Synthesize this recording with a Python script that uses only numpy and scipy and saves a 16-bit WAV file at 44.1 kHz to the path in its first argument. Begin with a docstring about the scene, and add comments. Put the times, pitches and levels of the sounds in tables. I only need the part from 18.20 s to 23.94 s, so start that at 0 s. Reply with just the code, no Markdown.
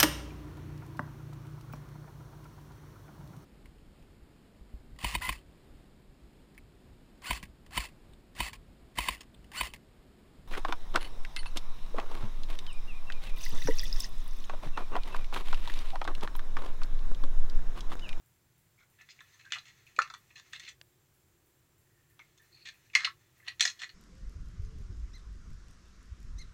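"""On a carpeted floor, a hand picks up and shifts small plastic toys in a plastic playhouse, near a phone.
Knocks, rattles and slides shake hollow shells, each a set of short-lived modes; squeaks sing on one mode.
Fingers whisper on the plastic as softly rubbed shells; one blow adds a low thud, and one dry click is close by.
Sparse reflections make the room, shaped noise its hush, narrow noise bands its hums.
The phone's circuits tick faintly: thin spikes, a high whine and a dying fizz."""
import sys
import numpy as np
from scipy import signal
from scipy.io import wavfile
from scipy.ndimage import uniform_filter1d

SR = 44100
rng = np.random.default_rng(int(sys.argv[2]) if len(sys.argv) > 2 else 0)


def gain_from_db(level_db):
    """Convert decibel levels to linear amplitude factors (20 dB per decade)."""
    decades = np.asarray(level_db, float) / 20
    return 10 ** decades


def transcribe(signal):
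    """Save signal, clipped to [-1, 1], as a 16-bit WAV file at the path in sys.argv[1]."""
    frames = np.atleast_2d(signal).T
    limited = np.clip(frames, -1, 1)
    pcm = np.round(limited * 32767).astype(np.int16)
    wavfile.write(sys.argv[1], SR, pcm)


N = 253134  # length in samples


def evened(x):
    """Scales to rms 1."""
    return x / np.sqrt(np.mean(x ** 2) + 1e-20)


def add(mix, s, sound):
    """Mixes a sound in at time s, in seconds."""
    part = mix[round(s * SR):][:len(sound)]
    part += sound[:len(part)]


HUSH_DB = -69.5  # rms level of the whole hush
# The colour of the quiet room's noise. Each row: frequency in Hz, relative level in dB.
HUSH_COLOUR = [(20, -21), (40, -17), (60, -12), (124, -4.5), (200, -23), (359, -25), (1810, -26),
               (4970, -32), (7000, -30), (10000, -34), (16000, -29.5)]


def hush(patchy_db=.6, swell_db=1.2):
    """Random short-time spectra in drifting patches; the bass swells slowly."""
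    frames, hz = N // 512 + 5, np.fft.rfftfreq(2048, 1 / SR)
    real, imaginary, patches = rng.standard_normal((frames, len(hz), 3)).T
    patches = uniform_filter1d(patches, size=40, axis=0)  # smooth over frequency
    patches = evened(uniform_filter1d(patches, size=12, axis=1))  # and over time
    swell = evened(uniform_filter1d(rng.standard_normal(frames), size=12))
    bass_swell = swell * (hz[:, None] < 200)
    point_hz, point_db = np.transpose(HUSH_COLOUR)
    colour_db = np.interp(np.log(hz + 1), np.log(point_hz + 1), point_db)[:, None]
    level = gain_from_db(colour_db + patchy_db * patches + swell_db * bass_swell)
    spectra = (real + 1j * imaginary) * level
    noise = signal.istft(spectra, nperseg=2048, noverlap=1536)[1][:N]
    return gain_from_db(HUSH_DB) * evened(noise)


HUM_RISE_S, HUM_RISE_DB = 2.7, 8  # the middle hum grows for a while, then holds
# Fuzzy tones of the room. 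Each row: frequency in Hz, width in Hz, level in dB (at the start, for the middle one).
HUM_TONES = [(126.2, 36, -77), (354.4, 49, -86.5), (7450, 81, -85.5)]


def hums():
    """Narrow bands of noise: tones that waver in level."""
    out, t = np.zeros(N), np.arange(N) / SR
    rises_db = [0, HUM_RISE_DB * np.minimum(t / HUM_RISE_S, 1), 0]
    for (hz, width, db), rise_db in zip(HUM_TONES, rises_db):
        r = np.exp(-np.pi * width / SR)
        noise = rng.standard_normal(N) + 1j * rng.standard_normal(N)
        waver = signal.lfilter([1 - r], [1, -r], noise)
        tone = evened((waver * np.exp(2j * np.pi * hz * t)).real)
        out += gain_from_db(db + rise_db) * tone
    return out


TICK_S, TICK_EVERY_S = .06, .32  # first tick and spacing, in seconds


def ticks(mix, spike_db=-47, second_db=-51, whine_db=-79, fizz_db=-72, fizz_s=.14):
    """A regular electrical tick: two thin spikes 10 ms apart, a short high whine and a dying fizz."""
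    t, starts = np.arange(SR // 3) / SR, np.arange(TICK_S, N / SR, TICK_EVERY_S)
    noise = rng.standard_normal((len(starts), len(t)))
    chances = rng.standard_normal((len(starts), 2))
    thin = signal.butter(3, 8000, "high", fs=SR)
    for s, hiss, (spike_luck, whine_luck) in zip(starts, noise, chances):
        burst = gain_from_db(fizz_db) * hiss * np.exp(-t / fizz_s)
        burst[[30, 30 + SR // 100]] += gain_from_db(np.array([spike_db, second_db]) + 1.5 * spike_luck)
        whine = gain_from_db(whine_db + 2 * whine_luck) * np.sin(2 * np.pi * 14000 * t) * np.exp(-t / .03)
        add(mix, s, signal.lfilter(*thin, burst) + whine)


# A finger or an edge squeaks on one spot.
# Each row: start in seconds, length in seconds, level in dB before uneven pressing, pitch in Hz.
SQUEAK_SPOTS = [(.57, .082, -74.5, 1450), (0.567, .082, -70, 2190), (0.885, 0.048, -68, 5000),
                (1.182, 0.12, -68.5, 2610), (1.243, 0.044, -59, 1614), (3.626, 0.4, -82, 1832),
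                (3.993, 0.037, -60.5, 2157), (4.191, 0.047, -66.5, 1790), (4.3, 0.16, -67, 4310),
                (4.311, .3, -71, 2536)]


def squeaks(mix, blur=.1, uneven_db=4):
    """Uneven rubbing that sets a single mode singing."""
    noise = rng.standard_normal((len(SQUEAK_SPOTS), 3, SR // 2))
    for (s, length, db, hz), (real, imaginary, wander) in zip(SQUEAK_SPOTS, noise):
        t = np.arange(round(length * SR)) / SR
        r = np.exp(-np.pi * blur * hz / SR)  # the blur is a share of the pitch
        waver = signal.lfilter([1], np.convolve([1, -r], [1, -r]), real + 1j * imaginary)[-len(t):]
        press = gain_from_db(uneven_db * evened(uniform_filter1d(wander, size=400)))[:len(t)]
        press = press * signal.windows.tukey(len(t), .5)
        tone = evened((waver * np.exp(2j * np.pi * hz * t)).real)
        add(mix, s, gain_from_db(db) * press * tone)


def room(x, t60=.125, gap_s=.006):
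    """Sparse reflections of random sign, one in every 20 samples, that build up briefly and die away."""
    taps = np.zeros(SR // 2)
    at = np.arange(0, len(taps), 20)[:-1]
    taps[at + rng.integers(0, 20, len(at))] = rng.choice([-1., 1.], len(at))
    t = np.arange(len(taps)) / SR
    taps *= gain_from_db(-60 * t / t60) * (1 - np.exp(-t / gap_s))
    return signal.fftconvolve(x, taps / np.linalg.norm(taps))[:N]


NO_MODE_HZ = 20  # a spot that favours no mode
UPPER_DB, UPPER_SHARE, TOP_DB, TOP_SHARE = 5, 1, 2.5, 2  # brightness lifts the top modes more


def contact(depth_db, bright_db, favoured_hz=NO_MODE_HZ):
    """Low, upper and top modes in dB against the middle ones, and the mode that the spot favours."""
    return depth_db, UPPER_DB + UPPER_SHARE * bright_db, TOP_DB + TOP_SHARE * bright_db, favoured_hz


COPIES = 3  # every mode rings with close neighbours from the other pieces
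# Centres of the hollow, low, middle, upper and top modes. Each entry: frequency in Hz.
MODE_GROUPS_HZ = [710, 1200, 2200, 4000, 6500]
# Modes of the plastic shells, before each contact shifts them a little.
# Each row: frequency in Hz, relative level in dB, time to fall by 60 dB in seconds (held to 0.003-0.04 in use).
SHELL_MODES = [(726, -2, 0.04), (1020, -1, 0.02), (1237, 8, 0.0089), (1335, -0.5, 0.023), (1748, 1, 0.034),
               (1927, -2, 0.033), (2140, -1.5, 0.018), (2560, 0, 0.017), (2823, 2, 0.0086),
               (2985, -10.5, 0.013), (3450, 6, 0.0073), (4373, -0.5, 0.01), (4160, 1.5, 0.017),
               (5240, 2.5, 0.0082), (5880, -6.5, 0.029), (6152, 1, 0.017), (6690, 6.5, 0.0081),
               (7534, 5, 0.0028)]


def shell(low_db, upper_db, top_db, favoured_hz, luck, lift_db=9, spot_db=1.5, detune=0.012,
          apart=0.072, apart_db=-9, rise_turns=0.47, hollow=0.44, hollow_db=-15):
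    """Ring of the shells; the spot of contact favours some modes and sets which way each one swings."""
    hz, db, t60 = np.tile(np.transpose(SHELL_MODES), COPIES)[:, :, None]
    own = (np.arange(len(hz)) < len(SHELL_MODES))[:, None]  # the rest are the neighbours
    spread = np.where(own | (hz < 950), detune, apart)
    hz = hz * (1 + spread * luck[0])
    db = db + np.where(own, 0, apart_db)
    t = np.arange(SR // 25) / SR
    # soft plastic takes a moment to bend
    swing = np.sign(luck[2]) * (1 - np.exp(-t * hz / rise_turns)) ** 2
    decay = gain_from_db(db - 60 * t / np.clip(t60, .003, .04))
    modes = decay * swing * np.sin(2 * np.pi * hz * t)
    # the hollow modes follow only a share of the low level
    groups_db = [hollow * low_db + hollow_db, low_db, 0, upper_db, top_db]
    colour_db = np.interp(np.log(hz), np.log(MODE_GROUPS_HZ), groups_db)
    ring = gain_from_db(colour_db + spot_db * luck[1]) * modes
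    middle = (hz[:, 0] > 1600) & (hz[:, 0] < 3000)
    size = np.linalg.norm(ring[middle])
    ring = ring * gain_from_db(lift_db * np.exp(-(np.log(hz / favoured_hz) / .1) ** 2))
    small = hz[:, 0] > 950  # the small modes radiate little below their range
    high_pass = signal.butter(6, 960, "high", fs=SR, output="sos")
    thinned = signal.sosfilt(high_pass, ring[small].sum(0))
    return (thinned + ring[~small].sum(0)) / size


RATTLE_AFTER_S, RATTLE_S = 0.0017, 0.011  # delay after a knock, and length
RATTLE_DB, RATTLE_SHARE, LIGHT_DB = -56, 0.79, -49  # rattle of a light knock; it grows by a share of the blow


def rattles():
    """Loose pieces rattle after every knock, coloured like the knock."""
    return [(s + RATTLE_AFTER_S, RATTLE_S, RATTLE_DB + RATTLE_SHARE * (db - LIGHT_DB), *colour)
            for s, db, *colour in KNOCK_BLOWS]


# Rattling slides of plastic on plastic. 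Each row: start in seconds, length in seconds,
# strength in dB of the rubbing drive, depth in dB of the low modes, brightness in dB.
SLIDE_STROKES = [(0.574, 0.081, -77, 7, -1), (0.778, 0.067, -58.5, -19, -22), (0.89, 0.044, -63, -51, -4),
                 (1.188, 0.032, -61.5, -14, -8), (1.35, 0.042, -48.5, 0, -11),
                 (1.438, 0.085, -60.5, -8.5, -6), (1.79, 0.083, -53.5, 9, -22),
                 (2.16, 0.05, -58.5, -5, -2.5), (2.405, 0.12, -58.5, -31.5, -8),
                 (2.32, 0.055, -50.5, -12, -8), (2.472, 0.021, -48, -56, -10.5),
                 (4.445, 0.064, -49, -20.5, -7.5), (4.732, 0.017, -49.5, -7, -8.5),
                 (4.761, 0.13, -47, 0, -6), (5.235, 0.11, -57.5, -8, -11.5),
                 (5.274, 0.0095, -37.5, -17, -18.5), (5.408, 0.12, -50, -2.5, 1),
                 (5.588, 0.026, -52, -16, -4), (5.607, 0.048, -44.5, -8, -6.5)]


def slides(mix, slips_per_s=800, spread_db=3.5, rub=.6, fade_db=2.5, edge=.6, count=2):
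    """Tiny uneven slips and a smooth rub drive the shells at several spots, fading along the stroke."""
    rows = SLIDE_STROKES + rattles()
    luck = rng.standard_normal((len(rows), count, 3, COPIES * len(SHELL_MODES), 1))
    slipping = rng.random((count, N)) < slips_per_s / count / SR
    slips = slipping * gain_from_db(spread_db * np.minimum(rng.exponential(1, (count, N)), 2.5))
    slips = evened(slips * rng.standard_normal((count, N)))
    drive = slips + rub * rng.standard_normal((count, N))
    for (s, length, db, *colour), spots in zip(rows, luck):
        groups_db = contact(*colour)
        parts = evened(drive[:, round(s * SR):round((s + length) * SR)]) / np.sqrt(count)
        size = parts.shape[1]
        stroke = signal.windows.tukey(size, edge) * gain_from_db(db + fade_db * np.linspace(1, -1, size))
        for part, chance in zip(parts, spots):
            add(mix, s, signal.fftconvolve(part * stroke, shell(*groups_db, chance)))


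# Fingers rest and shift on the plastic, one list for each reach.
# Each row: time in seconds, rubbing level in dB, shared by the fingers before the shells ring.
GRIP_REACHES = [
    [(.7, -83), (1.1, -73), (1.6, -75), (2.05, -79.5), (2.52, -70)],
    [(3.98, -82), (4.3, -77.5), (4.62, -76), (5.1, -81.5), (5.33, -83), (5.55, -69), (5.74, -76)],
]


def grip(mix, low_db=-11, upper_db=-5, top_db=-6, uneven_db=5, count=8):
    """Each finger rubs its own spot, now more and now less, so the shells whisper between the knocks."""
    fingers = rng.standard_normal((count, 3, COPIES * len(SHELL_MODES), 1))
    level_db = np.full(N, -200.)  # silent outside the reaches
    for rows in GRIP_REACHES:
        s, db = np.transpose(rows)
        reach = np.arange(round(s[0] * SR), min(round(s[-1] * SR), N))
        level_db[reach] = np.interp(reach / SR, s, db)
    level = uniform_filter1d(gain_from_db(level_db), size=2000) / np.sqrt(count)
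    for chance in fingers:
        skin, wander = rng.standard_normal((N, 2)).T
        wander = uniform_filter1d(uniform_filter1d(wander, size=2000), size=1000)
        press = gain_from_db(uneven_db * evened(wander))
        ring = shell(low_db, upper_db, top_db, NO_MODE_HZ, chance)
        add(mix, 0, signal.oaconvolve(level * press * skin, ring)[:N])


# Pieces knock on the shells. Each row: start in seconds, strength in dB before a common gain,
# depth in dB of the low modes, brightness in dB, favoured mode in Hz.
KNOCK_BLOWS = [(0.814, -68, -3, 0.5, 2040), (0.888, -58.5, -29, -9, 2140), (0.99, -54.5, -29, -27, 2140),
               (1.005, -55.5, 1, -7, 1780), (1.252, -67, -5, -3, 1510), (1.305, -56.5, -34, -10.5, 2600),
               (1.321, -34.5, -19.5, -7.5, 3450), (1.333, -35.5, -22, -10, 2640),
               (1.346, -44.5, -23, -7.5, 2500), (1.385, -52.5, -36, -6, 4070),
               (1.666, -60.5, -21, -8.5, 2430), (1.763, -54.5, -21, -4.5, 2450),
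               (1.788, -33, 11, -4.5, 1267), (1.818, -40.5, -11, -3, 2450), (1.875, -56, -1, -9, 1360),
               (1.9, -50, 4, -6, 1250), (1.938, -44, 2, -5, 1320), (2.104, -62.5, -11, -15, 2570),
               (2.156, -51, -18, -8.5, 2660), (2.332, -46.5, -6, -3, 1740), (2.396, -51.5, -11, -1.5, 1950),
               (2.488, -60.5, 0, 4.5, 3420), (3.992, -56.5, 6.5, -9, 2100), (4.176, -73.5, -9, 2.5, 3450),
               (4.699, -65, -36, -15, 2580), (4.751, -23, -21, -4, 2200), (4.756, -30, -1, -13, 4160),
               (4.77, -57, -6.5, 5, 1940), (4.846, -29.5, -30.5, -12, 4310), (4.85, -32, -14, -7.5, 1980),
               (4.872, -47.5, 16, -16.5, 4130), (5.197, -69, -5, -19.5, 2020), (5.226, -67, -13, -25, 1730),
               (5.281, -38, -24, -8, 4340), (5.396, -37.5, -19, -7, 2400), (5.407, -25.5, -18, -2, 5800),
               (5.424, -32, -16, -3, 4350), (5.452, -27.5, -12, -2, 5240), (5.476, -37, -24, -4.5, 4230),
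               (5.631, -39.5, -33, -45, 1800), (5.692, -52.5, -12, -9, 4350)]


def knocks(mix, contact_s=0.0027, strike=0.55, gain_db=23, crack_db=-17, crack_s=0.021):
    """Each blow is a few milliseconds of uneven contact into the shells, with a thin crack on top."""
    t = np.arange(SR // 50) / SR
    luck = rng.standard_normal((len(KNOCK_BLOWS), 3, COPIES * len(SHELL_MODES), 1))
    grit = rng.standard_normal((len(KNOCK_BLOWS), 2, len(t)))
    thin = signal.butter(1, [8000, 11000], "band", fs=SR)
    for (s, db, *colour), chance, (rough, hiss) in zip(KNOCK_BLOWS, luck, grit):
        groups_db = contact(*colour)
        grind = np.sign(rough) * (1 - np.exp(-t / 0.000064)) * np.exp(-t / contact_s)
        clean_strike = np.arange(len(t)) == SR // 1000  # one sample, 1 ms into the grind
        blow = grind / np.linalg.norm(grind) + strike * clean_strike
        ring = shell(*groups_db, chance)
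        struck = signal.fftconvolve(blow, ring)
        add(mix, s, gain_from_db(db + gain_db) * struck * np.linalg.norm(ring) / np.linalg.norm(struck))
        crack = signal.lfilter(*thin, hiss) * np.exp(-t / crack_s)
        add(mix, s, gain_from_db(db + groups_db[2] + crack_db) * crack)


def thud(mix, s=1.785, db=-35, hz=540, decay_s=0.0025):
    """One heavy blow rocks the whole playhouse on the carpet: one low, quickly damped swing."""
    t = np.arange(SR // 10) / SR
    swell = (t / decay_s) ** 2 * np.exp(2 - 2 * t / decay_s)  # peaks at 1 after decay_s
    add(mix, s, gain_from_db(db) * np.sin(2 * np.pi * hz * t) * swell)


def dry_click(mix, s=2.6135, db=-52, decay_s=.0018):
    """One short click close by, a burst of mid-range noise with no ring and no room."""
    t = np.arange(SR // 100) / SR
    band = signal.butter(3, [600, 6000], "band", fs=SR)
    burst = rng.standard_normal(len(t)) * np.exp(-t / decay_s)
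    add(mix, s, gain_from_db(db) * evened(signal.lfilter(*band, burst)))


def scene():
    """Toys with their room, over the hush, the hums and the ticks."""
    toys, near = np.zeros(N), np.zeros(N)
    squeaks(toys)
    slides(toys)
    grip(toys)
    knocks(toys)
    no_bass = signal.butter(4, 300, "high", fs=SR, output="sos")  # small things radiate little bass
    toys = signal.sosfilt(no_bass, toys)
    thud(toys)
    ticks(near)
    dry_click(near)
    return (toys + gain_from_db(-7.0) * room(toys) + hush() + hums() + near)[None]


def top_cut(x):
    """Nothing passes above the cut-off."""
    return signal.sosfilt(signal.butter(12, 15830, fs=SR, output="sos"), x)


def record(dry):
    """Returns the finished mix as it is heard."""
    return top_cut(dry)


dry = scene()
out = record(dry)
transcribe(out)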